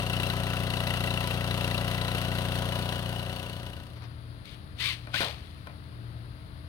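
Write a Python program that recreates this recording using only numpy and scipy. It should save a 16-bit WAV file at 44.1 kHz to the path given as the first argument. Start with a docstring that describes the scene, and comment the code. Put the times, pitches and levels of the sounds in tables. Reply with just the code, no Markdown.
"""A one-cylinder four-stroke petrol pump thuds and clatters in a small boat at a lake edge.
Each engine cycle puffs through the exhaust, rings the metal casing and shakes loose parts.
As the pump fades away, a distant engine drone, soft outdoor hiss and insects fade in.
Small waves slop at the bank. Close by on the left, something ribbed is dragged in two main
dry scrapes, with a few knocks against the hull."""
import sys
import numpy as np
from scipy import signal
from scipy.fft import rfft, irfft, next_fast_len
from scipy.io import wavfile

SR = 44100
rng = np.random.default_rng(int(sys.argv[2]) if len(sys.argv) > 2 else 0)


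def waveform_to_disk(signal):
    """Save audio, clipped to [-1, 1], as 16-bit WAV at the path in sys.argv[1]."""
    frames = np.transpose(np.atleast_2d(signal))
    scaled = np.clip(frames, -1, 1) * 32767
    samples = np.round(scaled).astype(np.int16)
    wavfile.write(sys.argv[1], SR, samples)


N = 294588
T = np.arange(N) / SR
FADE_START_S, FADE_END_S = 2.635, 4.02  # the pump fades out while the lakeside fades in


def from_db(db):
    """Turn decibels into a number to multiply by."""
    return 10 ** (np.asarray(db) / 20)


def rms_one(x):
    """Scale a sound to an average power of 1."""
    return x / np.sqrt(np.mean(x ** 2) + 1e-20)


def at_hz(points, hz):
    """Read a table between its rows, with pitch spaced in octaves."""
    f, value = np.transpose(points)
    return np.interp(np.log(hz + 1), np.log(f), value)


def filtered(x, response):
    """Change each frequency in x by what response(hz) gives."""
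    size = next_fast_len(N + 4096)
    hz = np.arange(size // 2 + 1) * SR / size
    return irfft(rfft(x, size) * response(hz), size)[..., :N]


def drift(rate):
    """A random wander of size about 1 that takes a new direction rate times a second."""
    knots = rng.standard_normal(int(N / SR * rate) + 2)
    return rms_one(np.interp(T * rate, np.arange(len(knots)), knots))


# Each row: frequency in Hz, how alike left and right are (1 means the same).
LIKENESS = [(60, 0.7), (700, 0.72), (1500, 0.91), (3000, 0.28), (14000, 0.16)]
def noise(spectrum, loudness=1):
    """Stereo noise shaped by rows of Hz and dB; left and right differ most in the treble."""
    def colour(hz, sign):
        return from_db(at_hz(spectrum, hz)) * np.sqrt(1 + sign * at_hz(LIKENESS, hz))
    mid, side = rng.standard_normal((2, N)) * loudness
    mid = filtered(mid, lambda hz: colour(hz, 1))
    side = filtered(side, lambda hz: colour(hz, -1))
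    return rms_one(np.array([mid + side, mid - side]))


def place(x, balance, lag_ms):
    """Put a sound on the left: that side hears it louder and earlier."""
    def ears(hz):
        ratio = from_db(at_hz(balance, hz))
        return np.array([ratio, np.exp(-2j * np.pi * hz * lag_ms * 1e-3)]) * 2 / (1 + ratio)
    return filtered(x, ears)


def clicks(times, db):
    """One sharp click at each time."""
    inside = (times >= 0) & (times < T[-1])
    return np.bincount((times[inside] * SR).astype(int), from_db(db)[inside], N) + 1e-18


def die_away(x, t60):
    """Give each click a tail that drops 60 dB in t60 seconds."""
    return signal.lfilter([1], [1, -np.exp(-np.log(1000) / (t60 * SR))], x)


def envelope(start, length, attack_s, release_s):
    """Rise 60 dB in the attack_s before start, hold, then fall 60 dB in release_s."""
    early, late = np.maximum(start - T, 0), np.maximum(T - start - length, 0)
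    return np.exp(-np.log(1000) * np.minimum(early / attack_s + late / release_s, 2))


def strike(times, db, modes, scatter_db):
    """Every blow rings each of an object's notes (its modes) with a slightly random strength."""
    out = 0
    for k, (hz, mode_db, t60) in enumerate(modes):
        decay, step = np.exp(-np.log(1000) / (t60 * SR)), 2 * np.pi * hz / SR
        blows = clicks(times, db + mode_db + scatter_db * rng.standard_normal(times.shape))
        ring = signal.lfilter([0, np.sin(step)], [1, -2 * decay * np.cos(step), decay * decay], blows)
        out = out + (-1) ** k * ring
    return out


# The tones in the exhaust. Each row: multiple of the firing rate, relative level in dB.
EXHAUST_TONES = [(2, -2.5), (3, 1), (4, 3.5), (5, -3), (6, -1.5), (7, -11), (8, -12), (9, -9), (10, -14.5),
                 (12, -13), (13, -11.5), (14, -31), (15, -27), (16, -15), (17, -18.5), (18, -13),
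                 (19, -13.5), (21, -35), (22, -10.5), (23, -12.5), (24, -27), (25, -11), (26, -22),
                 (27, -27.5), (28, -20)]
BOOM_HZ, BOOM_WIDTH_HZ = 97, 12  # the boat's boom under the pump
def exhaust(cycles, firing_hz, share, thud_db):
    """Tones at multiples of the firing rate line up into thuds, a little uneven in time and strength."""
    cycles = cycles + .0018 * drift(30)
    out = 0
    for k, db in EXHAUST_TONES:
        # the deep tones line up on the power stroke, the second blow
        bass = np.where(share == share[1], 1, 1 / (1 + (8 / k) ** 4))
        thuds = np.sum(bass * from_db(thud_db) * np.exp(-2j * np.pi * k * share))
        # the boat holds back tones near its boom, which fills the gaps between thuds
        held = 2 * np.arctan2(BOOM_WIDTH_HZ / 2, BOOM_HZ - k * firing_hz)
        out = out - from_db(db) * np.cos(2 * np.pi * k * cycles + np.angle(thuds) - held)
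    return rms_one(out) * from_db(.5 * drift(30.05))


# We turn to another side of the engine. Each row: time in seconds, share of the turn made.
LISTENER_TURN = [(2.2, 0.22), (2.65, 1)]
# The casing's notes. Each row: pitch in Hz, relative level in dB, seconds to drop 60 dB,
# change in dB after the full turn.
CASING_NOTES = [(545, -1, 0.037, 4), (716, -8.5, 0.027, 12), (996, -1, 0.066, 1.5), (1333, 0, 0.12, -27),
                (1489, -7, 0.092, 2), (1970, 5.5, 0.036, -4.5), (2720, 7.5, 0.049, -6.5),
                (2940, 1, 0.048, 6.5), (3420, -6.5, 0.022, 8.5), (3930, 5.5, 0.026, -4.5),
                (4414, -10.5, 0.076, 4.5), (5400, -13, 0.048, -11), (8400, -8, 0.024, 1),
                (11000, -5.5, 0.017, 1)]
def casing(times, db):
    """Crankcase, cooling fins and frame ring at each blow."""
    turned = np.interp(times, *np.transpose(LISTENER_TURN))
    modes = [(hz, level + change * turned, t60) for hz, level, t60, change in CASING_NOTES]
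    return rms_one(strike(times, db, modes, scatter_db=4.5))


# The rattle's tone colour. Each row: frequency in Hz, relative level in dB.
RATTLE_COLOUR = [(120, -32), (200, 0), (320, -16), (450, -5.5), (600, -3.5), (800, -7.5), (1300, -10),
                 (2350, -13), (2900, -5), (4200, -14), (7400, -23), (8900, -16), (11500, -22.5),
                 (16000, -25)]
def rattle(times, db):
    """Loose parts chatter all the time and flare up at each blow."""
    blows = clicks(times, db)
    return noise(RATTLE_COLOUR, die_away(blows, t60=.065) + die_away(blows, t60=.008) + .1)


def firing_tick(times, db):
    """The fuel fires with a short bright tick."""
    snap = die_away(clicks(times, db), t60=.009)
    return noise([(900, 10), (1600, 9.5), (4500, 6), (7400, -6.5), (11000, -1.5), (16000, -2)], snap)


def fan():
    """The fan makes a steady rush of air."""
    return noise([(80, -8), (200, -13.5), (450, -10), (700, -10.5), (1500, -5), (2400, -17.5),
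                  (4300, -15), (7000, -45), (10000, -39), (15000, -54)])


# The pump's speed. Each row: time in seconds, firings per second.
PUMP_SPEED = [(0, 29.92), (.5, 29.8), (.85, 29.75), (1.85, 29.73), (2.3, 29.63), (2.6, 29.63), (2.9, 29.7)]
# The blows in one cycle: firing, power stroke, piston slap, exhaust valve and valve gear.
# Each row: place in the cycle from 0 to 1, then weights in dB for thud, rattle and metal ring.
CYCLE_BLOWS = [(.003, -1.5, -7.5, -4), (.068, 5.5, -3, 3), (.162, -1, -8.5, -5.5), (.367, 11, -14.5, -8),
               (.48, -22, -19, -15), (0.608, -9, -13, -19), (.723, -3.5, -4.5, -9), (.911, -7.5, -16, -11)]
# Each row: frequency in Hz, how many dB louder the pump is on the left.
PUMP_BALANCE = [(60, 2), (92, 7.5), (140, 5.5), (210, 8), (330, 5.5), (500, 8.0), (770, 6.5), (1170, 4),
                (1790, 2), (2740, 13.5), (4190, 13), (6410, 6), (9810, 4.5), (15000, 6.5)]
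def pump():
    """Under a steady load, each cycle thuds, rings and rattles; then the whole sound fades away."""
    cycles = np.cumsum(np.interp(T, *np.transpose(PUMP_SPEED))) / SR + .06
    share, thud_db, rattle_db, ring_db = np.transpose(CYCLE_BLOWS)
    # one row of blows a cycle, each a little uneven in time and force
    times = np.interp(np.arange(int(cycles[-1]))[:, None] + share, cycles, T, left=-1)
    times = times + .00007 * rng.standard_normal(times.shape)
    force_db = rng.standard_normal((len(times), 1)) + rng.standard_normal(times.shape)
    clatter = (from_db(-1.5) * casing(times, ring_db + force_db)
               + from_db(-2.3) * rattle(times, rattle_db + force_db)
               + from_db(-9.5) * firing_tick(times[:, 0], force_db[:, 0])
               + from_db(-5) * fan())
    thud = exhaust(cycles, PUMP_SPEED[-1][1], share, thud_db)
    fade = np.interp(T, [FADE_START_S, FADE_END_S], [1, 0]) ** .87
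    return fade * place(from_db(-37) * clatter + from_db(-31.5) * thud, PUMP_BALANCE, lag_ms=.17)


def far_machine(hz, tones, waver_db, wander):
    """A distant machine: each of its tones wavers on the way over the water."""
    cycles = np.cumsum(hz * (1 + wander * drift(4))) / SR
    return rms_one(sum(from_db(db + waver_db * drift(6.3)) * np.cos(2 * np.pi * k * cycles)
                       for k, db in tones))


# Two machines across the lake. Each row: multiple of the base rate, relative level in dB.
FAR_ENGINE_TONES = [(2, -4.5), (3, 2), (4, -9), (5, -5), (6, -11.5), (7, -28.5), (8, -23), (11, -11),
                    (21, -25), (24, -18.5)]
HUM_TONES = [(1, 4.5), (2, -17.5), (3, -17.5)]
FAR_FIRING_HZ, HUM_HZ = 26.95, 116.3
BEAT_CREST_S, BEAT_PERIOD_S, BEAT_DEPTH = 4.054, .98, .68
def drone():
    """A far engine drones while a second machine's hum swells and sinks in a slow beat."""
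    engine = far_machine(FAR_FIRING_HZ, FAR_ENGINE_TONES, waver_db=1.5, wander=.003)
    hum = far_machine(HUM_HZ, HUM_TONES, waver_db=2, wander=.004)
    beat = np.abs(1 + BEAT_DEPTH * np.exp(2j * np.pi * (T - BEAT_CREST_S) / BEAT_PERIOD_S))
    return from_db(-47) * engine + from_db(-48) * beat * hum


# Low air, high air and insects in the trees. Each row: frequency in Hz, relative level in dB.
RUMBLE_COLOUR = [(20, -20), (45, 0.5), (70, 8), (130, 4), (200, -3.5), (300, -11.5), (420, -13.5),
                 (620, -15), (800, -18), (1300, -15), (2100, -21), (3000, -48)]
HISS_COLOUR = [(1200, -23), (2400, -0.5), (4400, 3), (5000, -3), (5700, -19.5), (7400, -19), (8800, -12),
               (10200, -4), (11000, -9), (12200, -20), (15500, -15)]
INSECT_COLOUR = [(9000, -44), (9750, -10), (9950, -20), (10250, 4), (10600, -13), (11200, -49)]
# Each row: frequency in Hz, how many dB louder the lakeside is on the left.
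LAKE_BALANCE = [(60, 4), (500, 10), (1500, 11), (3000, 20.5), (4600, 19), (6000, 15), (10000, 2),
                (15000, 9)]
RUMBLE_RISE_DB_PER_S = .05
def lakeside():
    """The far drone, outdoor air and a thin hiss of insects come in as the pump fades."""
    machines = drone()
    rise_db = RUMBLE_RISE_DB_PER_S * np.maximum(T - FADE_END_S, 0)
    air = from_db(-46.5 + rise_db) * noise(RUMBLE_COLOUR) + from_db(-60.5) * noise(HISS_COLOUR)
    insects = from_db(-74) * noise(INSECT_COLOUR)
    fade = np.interp(T, [FADE_START_S, FADE_END_S], [0, 1])
    return fade * place(machines + air + insects, LAKE_BALANCE, lag_ms=.321)


# Waves at the bank. Each row: start in seconds, length in seconds, level in dB.
WAVES = [(3.964, .016, -52.5), (4.025, 0.029, -49.3), (4.113, .004, -59)]
def waves():
    """Small waves break into brief grainy splashes."""
    spray = noise([(600, -2.5), (1100, -.5), (1600, -2), (3000, -8.5), (4900, -8), (6500, -26),
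                   (15000, -28)], from_db(2 * drift(250)))
    splashes = sum(from_db(db) * envelope(start, length, attack_s=.068, release_s=.096)
                   for start, length, db in WAVES)
    return place(splashes * spray, LAKE_BALANCE, lag_ms=.17)


# The gritty hiss of rubbing. Each row: frequency in Hz, relative level in dB.
GRIT_COLOUR = [(300, -16), (850, -17.5), (1050, -10), (1500, -5.5), (2400, 2), (3200, 3.5), (4300, 0.5),
               (5300, -9), (6800, -16), (9200, -14.5), (12000, -19.5), (15500, -24)]
# The zip of many tiny slips. Each row: multiple of the slip rate, relative level in dB.
ZIP_TONES = [(1, -14), (2, 0), (3, -2), (4, -9)]
# Each row: frequency in Hz, how many dB louder scrapes and knocks are on the left.
NEAR_BALANCE = [(500, 5), (1400, 7), (2400, 15), (3100, 11), (4000, 23), (6500, 5), (9000, 11), (12000, 0),
                (15000, 8)]
# Two loud strokes and two faint ones. 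Each row: start, length and rise time in seconds, level in dB,
# change in dB when fastest, slips per second when slow and when fastest,
# strength of the zip against the grit at the start and at the end.
SCRAPE_STROKES = [(4.454, 0.089, 0.027, -52.5, 0.5, 1100, 1150, 0.39, 0.56),
                  (4.804, 0.11, 0.074, -33, 3.5, 985, 1200, 0.58, 1.07),
                  (5.143, 0.078, 0.038, -30.5, -2.5, 745, 1070, 1.1, 0.12),
                  (5.247, 0.058, .05, -44.5, -.5, 760, 830, .1, .1)]
PUSH_PEAK, PUSH_WIDTH = .61, .21  # place and width of a stroke's fast part, as shares of its length
GRIP_S = .07  # the zip builds and dies this quickly, sounding only in firm contact
def scrapes():
    """A finely ribbed surface is rubbed: gritty hiss, and a zip whose pitch follows the speed."""
    grit = noise(GRIT_COLOUR, from_db(2 * drift(700)))
    unsteady = 1 + .016 * drift(900)
    tones = [(k, from_db(db + 3.5 * drift(120))) for k, db in ZIP_TONES]
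    out = 0
    for start, length, rise_s, db, push_db, slow_hz, fast_hz, first_grip, last_grip in SCRAPE_STROKES:
        progress = np.clip((T - start) / length, 0, 1)
        push = np.exp(-.5 * ((progress - PUSH_PEAK) / PUSH_WIDTH) ** 2)
        slips = np.cumsum((slow_hz + (fast_hz - slow_hz) * push) * unsteady) / SR
        zip_tone = rms_one(sum(gain * np.sin(2 * np.pi * k * slips) for k, gain in tones))
        contact = envelope(start, length, GRIP_S, GRIP_S)
        grip = (first_grip + (last_grip - first_grip) * progress) * contact
        rub = from_db(push_db * push) * envelope(start, length, rise_s, release_s=.16)
        bank_echo = from_db(-19) * envelope(start, length, rise_s, release_s=1.33) * grit
        out = out + from_db(db) * (rub * (grit + grip * zip_tone) / np.hypot(1, grip) + bank_echo)
    return place(out, NEAR_BALANCE, lag_ms=.13)


# Each row: start in seconds, strength of the hull's ring in dB, strength of the click in dB.
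HULL_KNOCKS = [(4.456, -72, -40), (5.072, -35, -46), (5.142, -30, -36), (5.206, -25, -24.5),
               (5.215, -26, -27), (5.23, -23, -26), (5.25, -38, -32), (5.272, -49, -42),
               (5.671, -35, -37.5), (5.696, -46, -54), (5.923, -50, -76.5)]
# The hull's notes. Each row: pitch in Hz, relative level in dB, seconds to drop 60 dB.
HULL_NOTES = [(90, -7.5, 0.096), (175, -3.5, 0.12), (225, -9, 0.05), (303, -6.5, 0.1), (403, -17, 0.12),
              (554, -9, 0.21), (602, -2, 0.082), (696, -7, 0.23), (896, -17, 0.13), (1055, -3, 0.088),
              (1310, -10, 0.13), (1500, 6, 0.044), (1840, -7, 0.056), (2400, -2, 0.054)]
def knocks():
    """Each knock gives a short gritty click, rings the hull and echoes faintly from the bank."""
    times, hull_db, click_db = np.transpose(HULL_KNOCKS)
    hull = from_db(-9) * strike(times, hull_db, HULL_NOTES, scatter_db=2.5)
    snap = die_away(clicks(times, click_db), t60=.013)
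    grit = noise([(400, 9), (1500, -13), (4200, 4), (6500, -25), (9500, -4.5), (15000, -21)])
    fading = die_away(clicks(times, hull_db - 17), t60=.35)
    echo = noise([(120, -19), (300, -4), (600, 8.5), (1400, 1.5), (4000, -11), (8000, -44)])
    return place(hull + snap * grit + fading * echo, NEAR_BALANCE, lag_ms=.24)


def scene():
    """The pump gives way to the lakeside, then come waves, scrapes and knocks."""
    return pump() + lakeside() + waves() + scrapes() + knocks()


CUTOFF_HZ = 15950
def record(dry):
    """Each microphone opening dulls a narrow band of treble; the very top is cut off."""
    def openings(hz):
        notch_hz = np.array([[7350], [8050]])  # left, right
        dip_db = -7 * np.exp(-((hz - notch_hz) / 450) ** 2)
        return from_db(dip_db) * np.clip((CUTOFF_HZ - hz) / 200 + .5, 0, 1)
    return filtered(dry, openings)


dry = scene()
out = record(dry)
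waveform_to_disk(out)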